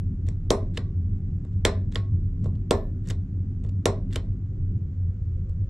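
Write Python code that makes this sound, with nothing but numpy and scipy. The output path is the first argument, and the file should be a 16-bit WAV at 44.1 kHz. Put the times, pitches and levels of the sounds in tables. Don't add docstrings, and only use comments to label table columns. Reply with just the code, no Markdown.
import sys
import numpy as np
from scipy import signal
from scipy.fft import rfft, irfft, next_fast_len
from scipy.io import wavfile
from scipy.ndimage import uniform_filter1d

SR = 44100
rng = np.random.default_rng(int(sys.argv[2]) if len(sys.argv) > 2 else 0)


def digitize_waveform(pressure):
    field = np.atleast_2d(pressure).T
    bounded = np.clip(field, -1, 1)
    quanta = np.round(bounded * 32767).astype(np.int16)
    wavfile.write(sys.argv[1], SR, quanta)


N = 250929

# frequency in Hz, relative density in dB per Hz.
HUM_SPECTRUM = [(30, -150), (60, -45.5), (74, -10.5), (84, 2.5), (93, 4), (99, 1), (105, -25.5),
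                (130, -83.5), (250, -170)]
RUMBLE_SPECTRUM = [(8, -61), (14, -24), (22, -10), (31, -0.5), (40, -7), (50, -5.5), (62, -12.5), (72, -28),
                   (110, -120)]
DRONE_SPECTRUM = [(62, -31), (105, 1.5), (118, -9), (183, -10), (201, -10.5), (220, -26), (253, -15),
                  (314, -25.5), (337, -27), (365, -24.5), (408, -31.5), (431, -38.5), (700, -58.5),
                  (910, -87.5), (1540, -120)]
AIR_SPECTRUM = [(350, -31.5), (600, -5), (779, -9.5), (824, -11), (1270, -7.5), (3170, -20.5),
                (3890, -25.5), (7260, -23), (9000, -38), (11700, -59.5), (19800, -120)]
# frequency in Hz, side minus mid in dB.
SHIP_SIDE = [(60, -41.5), (110, -34.5), (200, -28.5), (360, -17), (660, -4.5), (1200, -3.5), (2190, -5.5),
             (3980, -2.5), (7240, -5), (13200, -1)]
# frequency in Hz, width in Hz, level in the first place in dB, in the second in dB.
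WHINES = [(514, 34, -72.5, -64.5), (764, 29, -79, -82)]
# start in seconds, end in seconds.
CROSSFADE_S = (4.2, 5.3)
# frequency in Hz, gain in dB.
SECOND_DRONE_GAIN = [(130, 0), (260, -10), (450, -3.5)]
# centre in Hz, decay time t60 in seconds, relative level in dB.
CABIN_BANDS = [(250, 0.57, -17.5), (493, 0.31, -11), (1063, 0.25, -12.5), (2020, 0.26, -18.5),
               (4220, 0.24, -19.5), (7000, 0.15, -15.5), (12100, 0.14, -27)]
# frequency in Hz, side minus mid in dB.
CABIN_SIDE = [(60, -49), (110, -47.5), (200, -27.5), (360, -17), (660, -9), (1200, -7), (2190, -6),
              (3980, -4.5), (7240, -6), (13200, 0.5)]
# start in seconds, swell in ms, fade in ms, rms at the crest in dB.
RUBS = [(0.255, 24, 61, -63), (0.738, 40, 15, -50.5), (1.442, 11, 34, -75), (1.516, 10.6, 20, -69.5),
        (1.917, 58, 15, -51), (2.414, 38, 28, -61.5), (2.549, 12, 28, -77), (3.041, 74, 23, -53),
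        (3.624, 40, 28, -69.5), (4.107, 55, 29, -50)]
# frequency in Hz, relative level in dB, decay time t60 in seconds.
ROCKER_MODES = [(1660, -7.5, 0.0019), (1890, 4.5, 0.0046), (2824, -2, 0.0067), (3575, 2, 0.0049),
                (4345, -4.5, 0.0091), (4770, -5, .005)]
TOP_MODES = [(5770, -2.5, 0.0036), (6770, -0.5, 0.0029), (7520, 0, 0.0037), (8390, -6.5, 0.0048),
             (9370, -8.5, 0.0026), (11600, -11.5, 0.0022)]
WALL_MODES = [(236, -10, 0.069), (389, -10, 0.092), (452.6, -0.5, 0.046), (477, 1, 0.032), (586, -1, 0.031),
              (912, -10.5, 0.028), (1065, -8, .05), (1210, -6, 0.0067)]
# start in seconds, peak of the crack in dB, peak of
# the thin top in dB, peak of the wall thump in dB, thump lag in ms, favoured rocker pitch in Hz.
CONTACTS = [(0.2677, -55.5, -56, -47, 3.4, 4500), (0.2858, -35.5, -38, -33.5, 0.72, 1750),
            (0.5038, -13, -16, -4, 2.9, 3600), (0.7721, -23, -37.5, -33.5, 4.5, 2896),
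            (0.7747, -22, -32, -24, 3.94, 3270), (1.4491, -54.5, -58.5, -39.5, 1.5, 1897),
            (1.6499, -8.5, -15, -7, 3, 3960), (1.922, -41, -53.5, -53, 2.3, 3900),
            (1.9458, -47, -39.5, -39.5, 2.2, 3600), (1.956, -16, -33.5, -22, 4.3, 3600),
            (2.4421, -49, -51, -36, 0.86, 2900), (2.4580, -49, -58.5, -25, 0.96, 1900),
            (2.5526, -56.5, -67.5, -44, 1.9, 4220), (2.708, -15, -18, -4, 2.56, 3160),
            (3.072, -46, -42.5, -45.5, 1.9, 2017), (3.0859, -41.5, -36, -47, 1.6, 2500),
            (3.0967, -38, -44, -39.5, 2.5, 2530), (3.1006, -30.5, -32.5, -37, 3.15, 3020),
            (3.1058, -29, -35.5, -28.5, 5.5, 3480), (3.6379, -53, -53, -43.5, 2.2, 3020),
            (3.6469, -52, -61, -36, 2.2, 3013), (3.691, -48, -52, -44.5, 1.1, 3010),
            (3.8554, -11.5, -15, -5.5, 2.5, 2804), (4.1068, -51, -66.5, -45.5, 2.32, 2198),
            (4.126, -37.5, -48, -54, 2.5, 3000), (4.1316, -40, -38.5, -45, 3, 3900),
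            (4.1579, -20, -28.5, -20.5, 4.5, 2580), (5.4934, -60.5, -58, -47, 1.3, 3000)]
# start in s, frequency in Hz, level in dB, t60 in s.
SPRINGS = [(.505, 10320, -52, 0.23), (.505, 13760, -60, 0.16), (0.775, 1130, -55, 0.45),
           (1.652, 1740, -43, 0.33), (1.958, 1098, -43, 0.35), (2.71, 1750, -46.5, 0.42),
           (2.71, 11660, -70, 0.69), (2.708, 12310, -73, 0.96), (4.158, 3080, -43, 0.13)]

HUM_DB, RUMBLE_DB, DRONE_DB, AIR_DB = -28.5, -33, -33.5, -72
RATTLE_MS = 2.01
WALL_PUSH_S = 0.00073
FAVOUR_DB_PER_OCT = 6.5
HARD_DB, LIGHT_ROOM_DB = -15, -5.5
TOP_HZ = 14200


def undb(db):
    return 10 ** (np.asarray(db) / 20)


def shape(points, n):
    hz, db = np.transpose(points)
    bin_hz = np.arange(n // 2 + 1) * SR / n + 1e-9
    return undb(np.interp(np.log(bin_hz), np.log(hz), db))


def colour(x, points):
    n = next_fast_len(x.shape[-1])
    return irfft(rfft(x, n) * shape(points, n), n)[..., :x.shape[-1]]


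def unit(x):
    return x / np.sqrt(np.mean(x ** 2))


def spread(mid, side):
    return np.array([mid + side, mid - side])


def wide_noise(points):
    mid, side = colour(rng.standard_normal((2, N)), points)
    return spread(mid, colour(side, SHIP_SIDE)) / np.sqrt(np.mean(mid ** 2))


def walk(rate):
    hold = int(SR / rate)
    levels = np.repeat(rng.standard_normal(N // hold + 1), hold)
    return 1.3 * uniform_filter1d(uniform_filter1d(levels, hold), hold)[:N]


def ring(modes, seconds, detune=0., sign=-1, damp=1.):
    t = np.arange(int(seconds * SR)) / SR
    hz, db, t60 = np.transpose(modes)[:, :, None]
    signs = sign ** np.arange(len(modes))[:, None]
    decay = undb(db - 60 * damp * t / t60)
    return np.sum(signs * decay * np.sin(2 * np.pi * hz * (1 + detune) * t), axis=0)


def peak(x, db):
    return x * undb(db) / np.abs(x).max()


def add(out, s, x):
    i = int(s * SR)
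    out[i:i + len(x)] += x[:len(out) - i]


def drone(second_place):
    first = wide_noise(DRONE_SPECTRUM) * undb(DRONE_DB + 1.4 * walk(14.0))
    return (1 - second_place) * first + second_place * colour(first, SECOND_DRONE_GAIN)


def fan_whines(second_place):
    out = 0
    for hz, width, first_db, second_db in WHINES:
        band = [(hz - 2 * width, -60), (hz - width / 2, 0), (hz + width / 2, 0), (hz + 2 * width, -60)]
        out = out + wide_noise(band) * undb(first_db + (second_db - first_db) * second_place)
    return out


def ship():
    second_place = np.interp(np.arange(N) / SR, CROSSFADE_S, [0, 1])
    hum = wide_noise(HUM_SPECTRUM) * undb(HUM_DB)
    rumble = wide_noise(RUMBLE_SPECTRUM) * undb(RUMBLE_DB + 0.37 * walk(2.8))
    air = wide_noise(AIR_SPECTRUM) * undb(AIR_DB + 0.37 * walk(57))
    return hum + rumble + drone(second_place) + air + fan_whines(second_place)


def cabin(x):
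    t = np.arange(SR // 2) / SR
    tail = 0
    for hz, t60, db in CABIN_BANDS:
        octave = [(hz / 2, -40), (hz / 1.4, -3), (hz, 0), (hz * 1.4, -3), (hz * 2, -40)]
        band = colour(rng.standard_normal((2, len(t))), octave)
        tail = tail + band * undb(db - 60 * t / t60)
    build_up = np.clip((t - .003) / 0.004, 0, 1)
    early = 1 + 0.99 * np.exp(-t / 0.021)
    tail = tail * build_up * early * undb(-18.5)
    echoes = spread(tail[0], colour(tail[1], CABIN_SIDE))
    return signal.fftconvolve(x[None], echoes, axes=1)[:, :N]


def rubbing():
    slips = rng.standard_normal(N) * undb(4 * walk(300))
    plastic = ring(ROCKER_MODES, .03) + undb(-1.0) * ring(TOP_MODES, .03)
    hiss = unit(signal.fftconvolve(slips, plastic)[:N])
    pressure = np.zeros(N)
    for s, swell_ms, fade_ms, db in RUBS:
        swell = np.linspace(-16, 0, max(int(swell_ms * SR / 1000), 2))
        fade = np.linspace(0, -16, max(int(fade_ms * SR / 1000), 2))
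        add(pressure, s, undb(db + np.r_[swell, fade]))
    return hiss * pressure


def springs(out):
    for s, hz, db, t60 in SPRINGS:
        add(out, s, ring([(hz, db, t60)], t60))


def switch():
    body, top, thump, radiated = np.zeros((4, N))
    t = np.arange(int(.03 * SR)) / SR
    u = t / (RATTLE_MS / 1000)
    rattle_envelope = u * np.exp(-2 * u)
    push = np.hanning(int(WALL_PUSH_S * SR))
    panel = signal.fftconvolve(push, ring(WALL_MODES, .15, sign=1))
    smooth = [ring(ROCKER_MODES, .03, damp=2), ring(TOP_MODES, .03, damp=2),
              signal.fftconvolve(push, ring(WALL_MODES, .15, damp=2))]
    for s, body_db, top_db, wall_db, lag_ms, favour_hz in CONTACTS:
        struck = [(hz, db - FAVOUR_DB_PER_OCT * abs(np.log2(hz / favour_hz)), t60)
                  for hz, db, t60 in ROCKER_MODES]
        rattle = rng.standard_normal((2, len(t))) * rattle_envelope
        bend = .02 * rng.standard_normal((2, 6, 1))
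        crack = signal.fftconvolve(rattle[0], ring(struck, 0.024, bend[0]))
        tick = signal.fftconvolve(rattle[1], ring(TOP_MODES, .03, bend[1]))
        parts = [peak(crack, body_db), peak(tick, top_db), peak(panel, wall_db)]
        room = undb(0 if wall_db > HARD_DB else LIGHT_ROOM_DB)
        for out, lag, part, even in zip((body, top, thump), (0, 0, lag_ms / 1000), parts, smooth):
            add(out, s + lag, part)
            equal_energy = np.linalg.norm(part) / np.linalg.norm(even)
            add(radiated, s + lag, room * even * equal_energy)
    springs(thump)
    return body, top, thump, radiated


def scene():
    body, top, thump, radiated = switch()
    rub = rubbing()
    crack = np.array([np.roll(body, 1) * undb(-1.2), body * undb(1.2)])
    near = crack + top + rub + thump * undb([[-.4], [.4]])
    return near + cabin(radiated + rub) + ship()


def record(dry):
    low_pass = signal.ellip(8, .2, 70, TOP_HZ, fs=SR, output="sos")
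    return signal.sosfilt(low_pass, dry)


dry = scene()
out = record(dry)
digitize_waveform(out)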